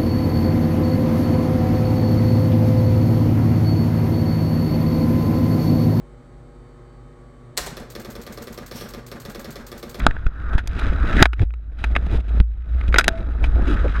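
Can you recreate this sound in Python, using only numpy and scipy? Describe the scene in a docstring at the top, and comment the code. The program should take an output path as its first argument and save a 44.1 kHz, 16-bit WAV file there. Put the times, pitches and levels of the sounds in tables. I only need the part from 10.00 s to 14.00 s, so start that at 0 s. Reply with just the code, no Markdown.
"""Wind on a skydiver's camera

One parachute is cut away and the next opens. Turbulent air buffets the housing and drives its mount
into a hum; cloth flaps and rustles; straps, cables and rings strike with short cracks. The hollow
case colours the wind, rustles and cracks by resonance, and the hardest snaps overload the microphone."""
import sys
import numpy as np
from scipy import signal
from scipy.fft import rfft, irfft
from scipy.io import wavfile
from scipy.ndimage import uniform_filter1d

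SR = 44100
rng = np.random.default_rng(int(sys.argv[2]) if len(sys.argv) > 2 else 0)


def bounce(signal):
    """Save signal as a 16-bit WAV file at the path given by the first command-line argument."""
    frames = np.transpose(np.atleast_2d(signal))
    limited = np.clip(frames, -1, 1)
    pcm = np.round(limited * 32767).astype(np.int16)
    wavfile.write(sys.argv[1], SR, pcm)


N = 176400
TIME = np.arange(N) / SR

# resonances of the hollow case: f/Hz, lift/dB
CASE_MODES = [(665, 5), (865, 4.5), (1290, 4), (1490, 4), (2100, 0), (2520, 3.5), (3400, 5), (3850, 9.5),
              (4950, 6.5), (6480, 3), (10360, 4.5)]
# course of the airflow, in relative levels: t/s, buffeting/dB, rush/dB, hiss/dB
AIRFLOW = [(0, -29.5, -31.5, -37.5), (0.13, -41.5, -43.5, -52.5), (0.3, -49, -49.5, -58),
           (0.55, -34, -31, -47.5), (0.61, -46.5, -56.5, -57.5), (0.82, -32, -31, -36),
           (0.96, -32.5, -36.5, -47), (1.13, -30.5, -27.5, -32.5), (1.215, -17, -33, -33.5),
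           (1.29, -96, -54, -91), (1.42, -24.5, -62, -39), (1.47, -65, -72, -74), (1.75, -53, -60.5, -64.5),
           (1.79, -44.5, -47.5, -51), (2.06, -36.5, -48, -50.5), (2.15, -26, -41.5, -42.5),
           (2.22, -49, -57.5, -57.5), (2.38, -35, -43, -48), (2.45, -64, -72.5, -70), (2.84, -39, -43, -50),
           (2.91, -37, -51.5, -57), (3.03, -37.5, -43, -44.5), (3.27, -39, -47, -54),
           (3.55, -32, -41.5, -49), (3.7, -29, -31.5, -43.5), (4.0, -38.5, -41, -40.5)]
# spectra of the four bands of wind noise: f/Hz, relative density/dB
RUMBLE_SPECTRUM = [(12, 3.5), (40, 2.5), (80, -5), (180, -24), (700, -75)]
BUFFET_SPECTRUM = [(60, -21), (160, 4.5), (280, 2), (700, -12), (1100, -21.5), (5000, -68)]
RUSH_SPECTRUM = [(300, -31), (800, -14), (1250, 3), (1680, 1), (3000, -40.5), (15000, -58)]
HISS_SPECTRUM = [(800, -17.5), (1800, 3.5), (3700, -11), (4500, -18), (10500, -34.5), (15000, -43)]
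# vibration of the mount driven by the air: t/s, level/dB
MOUNT_HUM = [(.78, -28), (.93, -17), (1.2, -30.5), (1.76, -28.5), (2.0, -18.5), (2.19, -12), (2.25, -32.5),
             (2.37, -13.5), (2.43, -36), (2.58, -30.5), (2.78, -19.5), (2.92, -17), (3.13, -31.5),
             (3.28, -18.5)]
# jerks of the harness that set the mount ringing: t/s, level/dB
HARNESS_JERKS = [(1.243, -12), (1.452, -15), (2.418, -13)]
# fabric, cables and lines rubbing: start t/s, level/dB, duration/s
RUBS = [(0.528, -43.5, 0.034), (0.791, -28, 0.008), (1.151, -36.5, 0.099), (1.414, -43.5, 0.024),
        (1.784, -51, 0.093), (2.059, -46.5, 0.014), (2.111, -43, 0.065), (2.201, -39.5, 0.0079),
        (2.281, -48.5, 0.02), (2.879, -38, 0.011), (3.426, -42.5, 0.047), (3.673, -39, 0.08)]
# spectrum of popping creases: f/Hz, relative density/dB
CREASE_SPECTRUM = [(400, -1.5), (2900, 0), (5000, -16), (10500, -24.5), (15000, -32.5)]
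# flaps of loose cloth: centre t/s, level/dB, f/Hz, Gaussian width/s
CLOTH_FLAPS = [(1.207, -18.5, 1610, 0.019), (1.221, -5.5, 266, 0.0029), (1.414, -11, 91, 0.0096),
               (2.149, -25.5, 378, 0.0033), (3.702, -21.5, 285, 0.019), (3.772, -28.5, 1460, 0.0031),
               (3.857, -20.5, 483, 0.0064), (3.963, -28.5, 1350, 0.013)]
# vortices hitting the microphone: t/s, signed peak pressure/full scale, time constant/s
VORTICES = [(0.0664, -0.46, 0.0028), (0.089, 0.73, 0.009), (0.266, -0.91, 0.0054), (0.554, -1.08, 0.0037),
            (1.221, -1.65, 0.0017), (1.429, -0.33, 0.0011), (1.434, 0.9, 0.0031), (2.403, 1.5, 0.0022),
            (2.411, -0.77, 0.0021), (2.89, 0.59, 0.0033)]
# knocks on a piece of hardware, perhaps a harness ring: t/s, level/dB
HARDWARE_KNOCKS = [(3.0815, -28.5), (3.1346, -30.5)]
# impacts of straps, cables and rings: t/s, level/dB, decay/s, treble shelf/dB, resonance f/Hz
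IMPACTS = [(.0657, 8.5, 0.00079, -6, 1204), (0.1094, -19, 0.0017, -12, 1610),
           (0.1657, -21.5, 0.0014, -31, 1710), (0.2653, -19, 0.0019, -6.5, 1310),
           (0.579, -20, 0.0084, -4, 1650), (0.6741, -24.5, 0.0019, 19, 3430),
           (1.2251, 9.5, 0.0021, -2, 1710), (1.2552, -5, 0.0029, -6.5, 850),
           (1.3315, -22.5, 0.0032, -5.5, 2740), (1.394, -25.5, 0.0024, -5, 2100),
           (1.506, -36.5, 0.001, -9.5, 2480), (1.538, -34.5, 0.0019, -6, 2486),
           (1.84, -14.5, 0.0036, -4, 2207), (1.9522, -17, 0.0029, -10.5, 2210),
           (1.9626, -7.5, 0.0027, -13.5, 2480), (2.402, -4, 0.00018, -9, 400),
           (2.811, -25, 0.0021, -13, 2290), (2.926, -21, 0.0022, -8.5, 2300),
           (2.9423, -5.5, 0.0027, -5.5, 527), (2.9584, -11, 0.0057, -11.5, 2005),
           (2.9836, 2, 0.0031, 8, 1370), (2.9936, -8, 0.0038, 6.5, 1560), (3.009, -12.5, 0.0031, 3.5, 1850),
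           (3.0421, -17, 0.0028, 6.5, 2640), (3.0806, 4, 0.001, 6, 695), (3.0862, -8.5, 0.0017, 3, 1640),
           (3.44, -18.5, 0.0044, -7.5, 2400)]
# spectrum common to the impacts: f/Hz, relative density/dB
IMPACT_SPECTRUM = [(60, -20), (250, 4.5), (650, 1), (1020, 0.5), (1550, 6.5), (2500, 0.5), (5500, -15),
                   (15000, -28.5)]


def from_db(db):
    """Amplitude ratio: a factor of ten for every 20 dB."""
    return 10 ** (np.asarray(db) / 20)


def unit_rms(x):
    """Normalisation to a root-mean-square value of one."""
    return x / np.sqrt(np.mean(x ** 2) + 1e-20)


def in_time(rows):
    """Linear interpolation of each column of a time table at every sample."""
    times, *columns = np.transpose(rows)
    return [np.interp(TIME, times, column) for column in columns]


def add(out, start, sound):
    """Superposition of a sound from its start time on."""
    i = max(int(start * SR), 0)
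    out[i:i + len(sound)] += sound[:N - i]


def drift(corner_hz):
    """Random fluctuation of about unit rms: white noise through a two-pole low-pass."""
    step, settling = 40, 2000
    pole = np.exp(-2 * np.pi * step * corner_hz / SR)
    noise = rng.standard_normal(N // step + settling + 2)
    slow = unit_rms(signal.lfilter([1], [1, -2 * pole, pole * pole], noise)[settling:])
    return np.interp(np.arange(N) / step, np.arange(len(slow)), slow)


def through_case(x, spectrum, colour=lambda hz: 0):
    """Source and filter: spectrum, colour and case resonances add in dB to a minimum-phase response."""
    n = len(x)
    hz = np.maximum(np.arange(n // 2 + 1) * SR / n, 1)
    corners, levels = np.transpose(spectrum)
    db = np.interp(np.log(hz), np.log(corners), levels) + colour(hz)
    for centre, lift in CASE_MODES:
        width_hz = 84 * np.sqrt(centre / 1000)
        db += lift * np.exp(-((hz - centre) / width_hz) ** 2)
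    cepstrum = irfft(np.log(from_db(db)), n)
    cepstrum[1:n // 2] *= 2  # folding the cepstrum makes the filter causal
    cepstrum[n // 2 + 1:] = 0
    return irfft(rfft(x) * np.exp(rfft(cepstrum)), n)


def struck_mode(knocks, hz, t60_s):
    """Free vibration of a damped mode: the imaginary part is its motion, the magnitude its amplitude."""
    out = np.zeros(N, complex)
    for start, db in knocks:
        add(out, start, from_db(db - 60 * TIME / t60_s) * np.exp(2j * np.pi * hz * TIME))
    return out


def air_noise(spectrum, level_db, rough_db, eddy_hz):
    """Amplitude modulation: small eddies roughen a band of flow noise heard through the case."""
    noise = through_case(rng.standard_normal(N), spectrum)
    return from_db(level_db) * unit_rms(noise * from_db(rough_db * drift(eddy_hz)))


def wind():
    """Turbulence: shared gusts modulate four noise bands; the rumble partly follows the buffeting."""
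    buffet_db, rush_db, hiss_db = in_time(AIRFLOW)
    gust_db = 3.5 * np.tanh(drift(corner_hz=34))
    rumble = unit_rms(through_case(rng.standard_normal(N), RUMBLE_SPECTRUM))
    rumble *= from_db(0.66 * buffet_db + 2 + gust_db)
    buffet = air_noise(BUFFET_SPECTRUM, buffet_db - 1 + gust_db, rough_db=3, eddy_hz=82)
    rush = air_noise(RUSH_SPECTRUM, rush_db - 2 + 0.2 * gust_db, rough_db=1.2, eddy_hz=120)
    hiss = air_noise(HISS_SPECTRUM, hiss_db - 1 + 0.27 * gust_db, rough_db=4, eddy_hz=170)
    return rumble + buffet + rush + hiss


def mount(natural_hz=55.7, t60_s=0.6, wander_hz=3.5, wobble_db=3):
    """Forced and free vibration: air drives an unsteady hum; after a jerk it rings at a steady pitch."""
    hum_db, = in_time(MOUNT_HUM)
    forced = np.sqrt(2) * from_db(hum_db + wobble_db * drift(9.6))
    free = np.abs(struck_mode(HARNESS_JERKS, natural_hz, t60_s))
    free = uniform_filter1d(free, int(SR / natural_hz))  # builds up over one cycle
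    amplitude = np.hypot(forced, free)
    hz = natural_hz + wander_hz * drift(13.9) * forced / amplitude
    return amplitude * np.sin(2 * np.pi * np.cumsum(hz) / SR)


def rustles(creases_per_s=3000, spread_db=4.5, edge_s=0.003):
    """Shot noise: creases pop at random while fabric or cable slides; rubs start and stop abruptly."""
    sizes = from_db(spread_db * np.minimum(rng.exponential(1, N), 4)) * rng.choice([-1, 1], N)
    pops = sizes * (rng.random(N) < creases_per_s / SR)
    envelope = np.zeros(N)
    for start, db, duration in RUBS:
        t = TIME - start
        envelope += from_db(db) * 0.5 * (np.tanh(t / edge_s) - np.tanh((t - duration) / edge_s))
    return envelope * unit_rms(through_case(pops, CREASE_SPECTRUM))


def flutters(edge_ratio=1.23):
    """Narrow-band noise: each flap of loose cloth swells and fades under a Gaussian envelope."""
    out = np.zeros(N)
    for centre, db, hz, width in CLOTH_FLAPS:
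        band = signal.butter(2, [hz / edge_ratio, hz * edge_ratio], "band", fs=SR, output="sos")
        envelope = np.exp(-0.5 * ((TIME - centre) / width) ** 2)
        burst = envelope * signal.sosfilt(band, rng.standard_normal(N))
        out += from_db(db) * burst * np.sqrt(np.sum(envelope ** 2) / np.sum(burst ** 2))
    return out


def air_slaps(tip_s=0.00029):
    """Pressure pulses: each vortex gives an exponential rise and fall, slightly rounded at the tip."""
    return sum(pressure * np.exp((tip_s - np.hypot(TIME - centre, tip_s)) / decay)
               for centre, pressure, decay in VORTICES)


def hardware_ring():
    """Free vibration: a knocked piece of hardware sings on in one lightly damped mode."""
    return struck_mode(HARDWARE_KNOCKS, hz=659, t60_s=0.3).imag


def snaps(body_hz=800, treble_hz=3920, resonance_db=7, log_width=0.2):
    """Impact excitation: a brief crack, coloured by the part that strikes, rings through the case."""
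    out, t = np.zeros(N), TIME[:4096]
    for start, db, decay, treble_db, resonance_hz in IMPACTS:
        def colour(hz):
            """Two shelves and the part's resonance, in dB; harder snaps have slightly less bass."""
            body = -0.04 * db / (1 + (hz / body_hz) ** 4)
            treble = treble_db / (1 + (treble_hz / hz) ** 6)
            resonance = resonance_db * np.exp(-(np.log(hz / resonance_hz) / log_width) ** 2)
            return body + treble + resonance
        rise = 0.31 * decay  # longer cracks start more softly
        envelope = (1 - np.exp(-t / rise)) * np.exp(-t / decay)
        crack = through_case(envelope * rng.choice([-1, 1], len(t)), IMPACT_SPECTRUM, colour)
        energy = 0.5 * decay * SR  # that of a unit exponential decay
        add(out, start, from_db(db) * crack * np.sqrt(energy / np.sum(crack ** 2)))
    return out


def scene():
    """Superposition of air, mount, rigging and cloth at one microphone."""
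    return (wind() + mount() + air_slaps() + snaps() + hardware_ring() + flutters() + rustles())[None]


def record(dry):
    """Saturation and band limiting: the microphone loses the deepest bass, clips softly and cuts treble."""
    x = signal.sosfilt(signal.butter(1, 12, "high", fs=SR, output="sos"), dry)
    x = x / (1 + x ** 8) ** (1 / 8)  # overload
    x = signal.sosfilt(signal.butter(2, 11990, fs=SR, output="sos"), x)
    return signal.sosfilt(signal.cheby2(12, 70, 16600, fs=SR, output="sos"), x)


dry = scene()
out = record(dry)
bounce(out)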